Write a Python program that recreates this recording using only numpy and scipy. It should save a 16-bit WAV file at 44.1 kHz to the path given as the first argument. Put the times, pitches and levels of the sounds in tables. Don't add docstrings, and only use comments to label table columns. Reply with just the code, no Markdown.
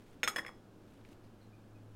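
import sys
import numpy as np
from scipy import signal
from scipy.fft import rfft, irfft
from scipy.io import wavfile
from scipy.ndimage import uniform_filter1d

SR = 44100
rng = np.random.default_rng(int(sys.argv[2]) if len(sys.argv) > 2 else 0)


def transcribe(signal):
    frames = np.atleast_2d(signal).T
    limited = np.clip(frames, -1, 1)
    pcm = np.round(limited * 32767).astype(np.int16)
    wavfile.write(sys.argv[1], SR, pcm)


N = 85995

RING_RISE_S, CHOKE_T60_S, GRIT_T60_S = 0.0012, 0.13, 0.03
SHIMMER_LOW_HZ, SHIMMER_HIGH_HZ, SHIMMER_DB, SHIMMER_T60_S = 2503, 15020, -13, 0.16
SCATTER_DB, SCATTER_RISE_S, SCATTER_T60_S = -8.5, 0.002, 0.053

# start_s, spot, knock_db, knock_hz, ring_db, grit_db
CONTACTS = [(0.2321, "rim", -8.5, 2010, -46.5, -39), (.2368, "rim", -18.5, 2150, -54, -43.5),
            (0.2413, "rim", -26, 1900, -50.5, -40), (0.2761, "side", -9, 1610, -49, -32),
            (0.2776, "side", -26, 2840, -57.5, -37.5), (.2843, "side", -24, 1770, -57.5, -43.5),
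            (0.3609, "seat", -22, 2020, -44.5, -33.5), (.3680, "seat", -25.5, 1900, -63, -42),
            (0.382, "seat", -28.5, 1490, -56, -40), (0.3859, "seat", -21, 1290, -49, -38.5),
            (0.3929, "rock", -22, 1850, -57, -62), (0.4486, "seat", -32, 1610, -72, -73),
            (0.4503, "seat", -29, 1370, -75.5, -68), (0.4638, "rock", -28.5, 1965, -57, -49),
            (0.4802, "rock", -35, 2130, -60, -58), (0.4917, "seat", -31, 1017, -87, -63)]
SPOTS = {"rim": (0, 0, 0.67), "side": (1, -4, 0.52), "seat": (2, 7, .62), "rock": (2, 0.87, 2.2)}
# pitch_hz, t60_s, rim_db, side_db, seat_db
WARE_MODES = [(1098, 0.08, -26, -5, 6), (1275, 0.12, -10, 17, -8), (1394, 0.08, 14, 15, -18),
              (1749, 0.05, -5, -6, 12), (1875, 0.045, 15, 3, 17), (1990, 0.06, 8, -7, -1),
              (2200, 0.07, 5, 5, 0), (2309, 0.1, 2, 10, -5), (2444, 0.05, 10, 5, -5),
              (2939, 0.06, -10, 5, -9), (3343, 0.1, 3, 14, 7), (3590, 0.08, 9, 2, -16),
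              (4152, 0.15, -1, -2, -25), (5022, 0.09, -29, -1, -23), (5205, 0.11, -4, 9, 4),
              (5248, 0.07, 3, 12, 0), (5334, 0.08, 8, -6, -9), (6411, 0.08, 6, 8, -34),
              (6567, 0.09, 11, 4, -10), (6621, 0.06, 5, 13, -23), (6745, 0.06, 1, 12, -10),
              (7445, 0.07, -26, 4, -22), (8091, 0.11, 2, 0, -11), (8455, 0.08, -9, 7, -11),
              (9190, 0.08, -12, 3, -10), (9743, 0.09, -14, 1, -28), (10100, 0.06, -38, -6, -13),
              (10890, 0.06, -27, -3, -16), (11150, 0.06, -17, 3, -8), (11740, 0.07, -14, 5, -21),
              (11794, 0.11, 2, 4, -21), (13615, 0.07, -9, -10, -23), (14490, 0.07, -12, -2, -18)]
RESTS = [.251, .3, .41, .492]
# frequency_hz, gain_db
GRIT_SPECTRUM = [(80, -47), (400, 7), (1000, 2.5), (1800, 4.5), (3200, -5), (5500, -12), (9000, -9.5),
                 (12500, -19), (16000, -19)]
def strainer(t):
    out, t = np.zeros(N), t[:SR // 2]
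    modes = np.array(WARE_MODES)
    hz, t60 = modes[:, :1], modes[:, 1:2]
    rings = np.sin(2 * np.pi * hz * t) * fade(t, t60) * (1 - np.exp(-t / RING_RISE_S))
    overtones = shimmer(t, count=70)
    table = table_top(t)
    for start, spot, knock_db, knock_hz, ring_db, grit_db in CONTACTS:
        column, push_db, cycles = SPOTS[spot]
        mode_db = modes[:, 2 + column]
        ring = undb(mode_db + ring_db) @ rings
        shimmer_db = mode_db[hz[:, 0] > SHIMMER_LOW_HZ].mean() + ring_db + SHIMMER_DB
        ring += undb(shimmer_db) * rng.standard_normal(len(overtones)) @ overtones
        rest_s = min((s for s in RESTS if s > start), default=start)
        ring *= fade(np.maximum(start + t - rest_s, 0), CHOKE_T60_S)
        grit = undb(grit_db) * noise(GRIT_SPECTRUM)[:len(t)] * fade(t, GRIT_T60_S)
        blow = knock(t, knock_hz, cycles)
        impact = blow + scatter(blow, t) + undb(push_db) * table
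        add(out, start, undb(knock_db) * impact / 2 + ring + grit)
    return out


def knock(t, hz, cycles):
    age = t * hz / cycles
    swing = np.gradient(age ** 3 * np.exp(-2.5 * age) * np.sin(2 * np.pi * hz * t))
    return swing / np.abs(swing).max()


def shimmer(t, count):
    hz = rng.uniform(SHIMMER_LOW_HZ, SHIMMER_HIGH_HZ, (count, 1))
    return np.sin(2 * np.pi * hz * t) * fade(t, SHIMMER_T60_S) * np.sqrt(np.mean(hz) / hz)


def scatter(blow, t):
    reflections = burst(t, SCATTER_T60_S) * (1 - np.exp(-t / SCATTER_RISE_S))
    return undb(SCATTER_DB) * signal.fftconvolve(blow, reflections)[:len(t)]


# pitch_hz, t60_s, level_db
TABLE_MODES = [(245, 0.14, -49), (327, 0.15, -30.5), (492.6, 0.09, -30), (621, 0.096, -32.5),
               (794, 0.15, -31)]
def table_top(t):
    return sum(undb(db) * np.sin(2 * np.pi * hz * t) * fade(t, t60) for hz, t60, db in TABLE_MODES)


BRUSH_ROUGH_DB, TOUCH_RISE_SHARE = 3, 0.033
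# centre_s, width_s, level_db
BRUSHES = [(.05, 0.11, -70.5), (0.931, 0.071, -70), (1.09, 0.027, -68), (1.128, 0.014, -66),
           (1.25, 0.018, -71.5), (1.43, .04, -74)]
# frequency_hz, gain_db
BRUSH_SPECTRUM = [(200, 9), (1200, -0.5), (2600, -0.5), (5000, -9.5), (11000, -15), (16000, -20)]
# start_s, level_db, pitch_hz, bandwidth_hz, t60_s
TOUCHES = [(0.108, -68, 8660, 4000, 0.026), (1.049, -54, 2120, 1600, 0.024), (1.112, -54, 283, 109, 0.14),
           (1.233, -72, 4500, 895, 0.19), (1.408, -69.5, 4120, 220, 0.2), (1.52, -69, 2440, 190, 0.29),
           (1.751, -73, 2480, 190, .25)]
def hand(t):
    swell = sum(undb(db) * np.exp(-.5 * ((t - at) / width) ** 2) for at, width, db in BRUSHES)
    out = swell * noise(BRUSH_SPECTRUM) * undb(BRUSH_ROUGH_DB * walk(rate_hz=250))
    for start, db, hz, bandwidth, t60 in TOUCHES:
        b, a = signal.iirpeak(hz, hz / bandwidth, fs=SR)
        scrape = signal.lfilter(b, a, signal.lfilter(b, a, rng.standard_normal(N)))
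        envelope = fade(t, t60) * (1 - np.exp(-t / (TOUCH_RISE_SHARE * t60)))
        add(out, start, undb(db) * scrape / scrape.std() * envelope)
    return out


ROOM_DELAY_S = 0.0049
# centre_hz, level_db, t60_s
ROOM_BANDS = [(152, 1, 0.49), (537, -4, 0.37), (1220, -11, 0.29), (2450, -15, 0.28), (6000, -14, 0.44),
              (16000, -12.5, 0.19)]
def room(x, t):
    log_hz = np.log(np.maximum(np.fft.rfftfreq(N, 1 / SR), 1))
    log_centres = np.log(np.array(ROOM_BANDS)[:, 0])
    spectrum = 0
    for (_, db, t60), band in zip(ROOM_BANDS, np.eye(len(ROOM_BANDS))):
        crossfade = np.sqrt(np.interp(log_hz, log_centres, band))
        spectrum = spectrum + undb(db) * rfft(burst(t, t60)) * crossfade
    tail = irfft(spectrum, N) * np.clip(t / ROOM_DELAY_S - 1, 0, 1)
    return x + signal.fftconvolve(x, tail[:SR // 2])[:N]


HUM_HZ, HUM_WAVER_SHARE, HUM_FLICKER_DB, HUM_OCTAVE_DB = 106.8, 0.0074, -1, -19.5
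# time_s, level_db
HUM_SWELL = [(0, -67), (.6, -73.5), (.66, -64.5), (1.2, -63), (1.5, -59.5), (1.8, -55.5), (1.95, -56.5)]
def hum(t):
    hz = HUM_HZ * (1 + HUM_WAVER_SHARE * walk(rate_hz=8.2))
    phase = 2 * np.pi * np.cumsum(hz) / SR
    level_db = np.interp(t, *np.array(HUM_SWELL).T) + HUM_FLICKER_DB * walk(rate_hz=14)
    return np.sqrt(2) * undb(level_db) * (np.sin(phase) + undb(HUM_OCTAVE_DB) * np.sin(2 * phase))


AIR_DB = -58.5
# frequency_hz, gain_db
AIR_SPECTRUM = [(20, -8.5), (70, -20.5), (100, -12.5), (140, -16.5), (200, -11.5), (310, -13.5),
                (700, -24.5), (1000, -29), (1650, -32), (1900, -39.5), (2600, -38.5), (8000, -48.5),
                (15000, -53)]
def air():
    return noise(AIR_SPECTRUM) * undb(AIR_DB)


def undb(db):
    return 10 ** (np.asarray(db) / 20)


def noise(points):
    hz, db = np.array(points, float).T
    log_hz = np.log(np.maximum(np.fft.rfftfreq(N, 1 / SR), 1))
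    gain = undb(np.interp(log_hz, np.log(hz), db))
    x = irfft(rfft(rng.standard_normal(N)) * gain, N)
    return x / x.std()


def walk(rate_hz):
    hold = int(SR / rate_hz)
    steps = np.repeat(rng.standard_normal(N // hold + 1), hold)
    x = uniform_filter1d(uniform_filter1d(steps, hold), hold)[:N]
    return x / x.std()


def fade(t, t60):
    return np.exp(-np.log(1000) * t / t60)


def burst(t, t60):
    return rng.standard_normal(len(t)) * fade(t, t60) * np.sqrt(2 * np.log(1000) / (t60 * SR))


def add(out, start_s, x):
    i = int(start_s * SR)
    out[i:i + len(x)] += x[:N - i]


def scene():
    t = np.arange(N) / SR
    return (room(strainer(t) + hand(t), t) + hum(t) + air())[None]


TOP_HZ = 16000
def record(dry):
    return signal.sosfilt(signal.ellip(10, .1, 70, TOP_HZ, fs=SR, output="sos"), dry)


dry = scene()
out = record(dry)
transcribe(out)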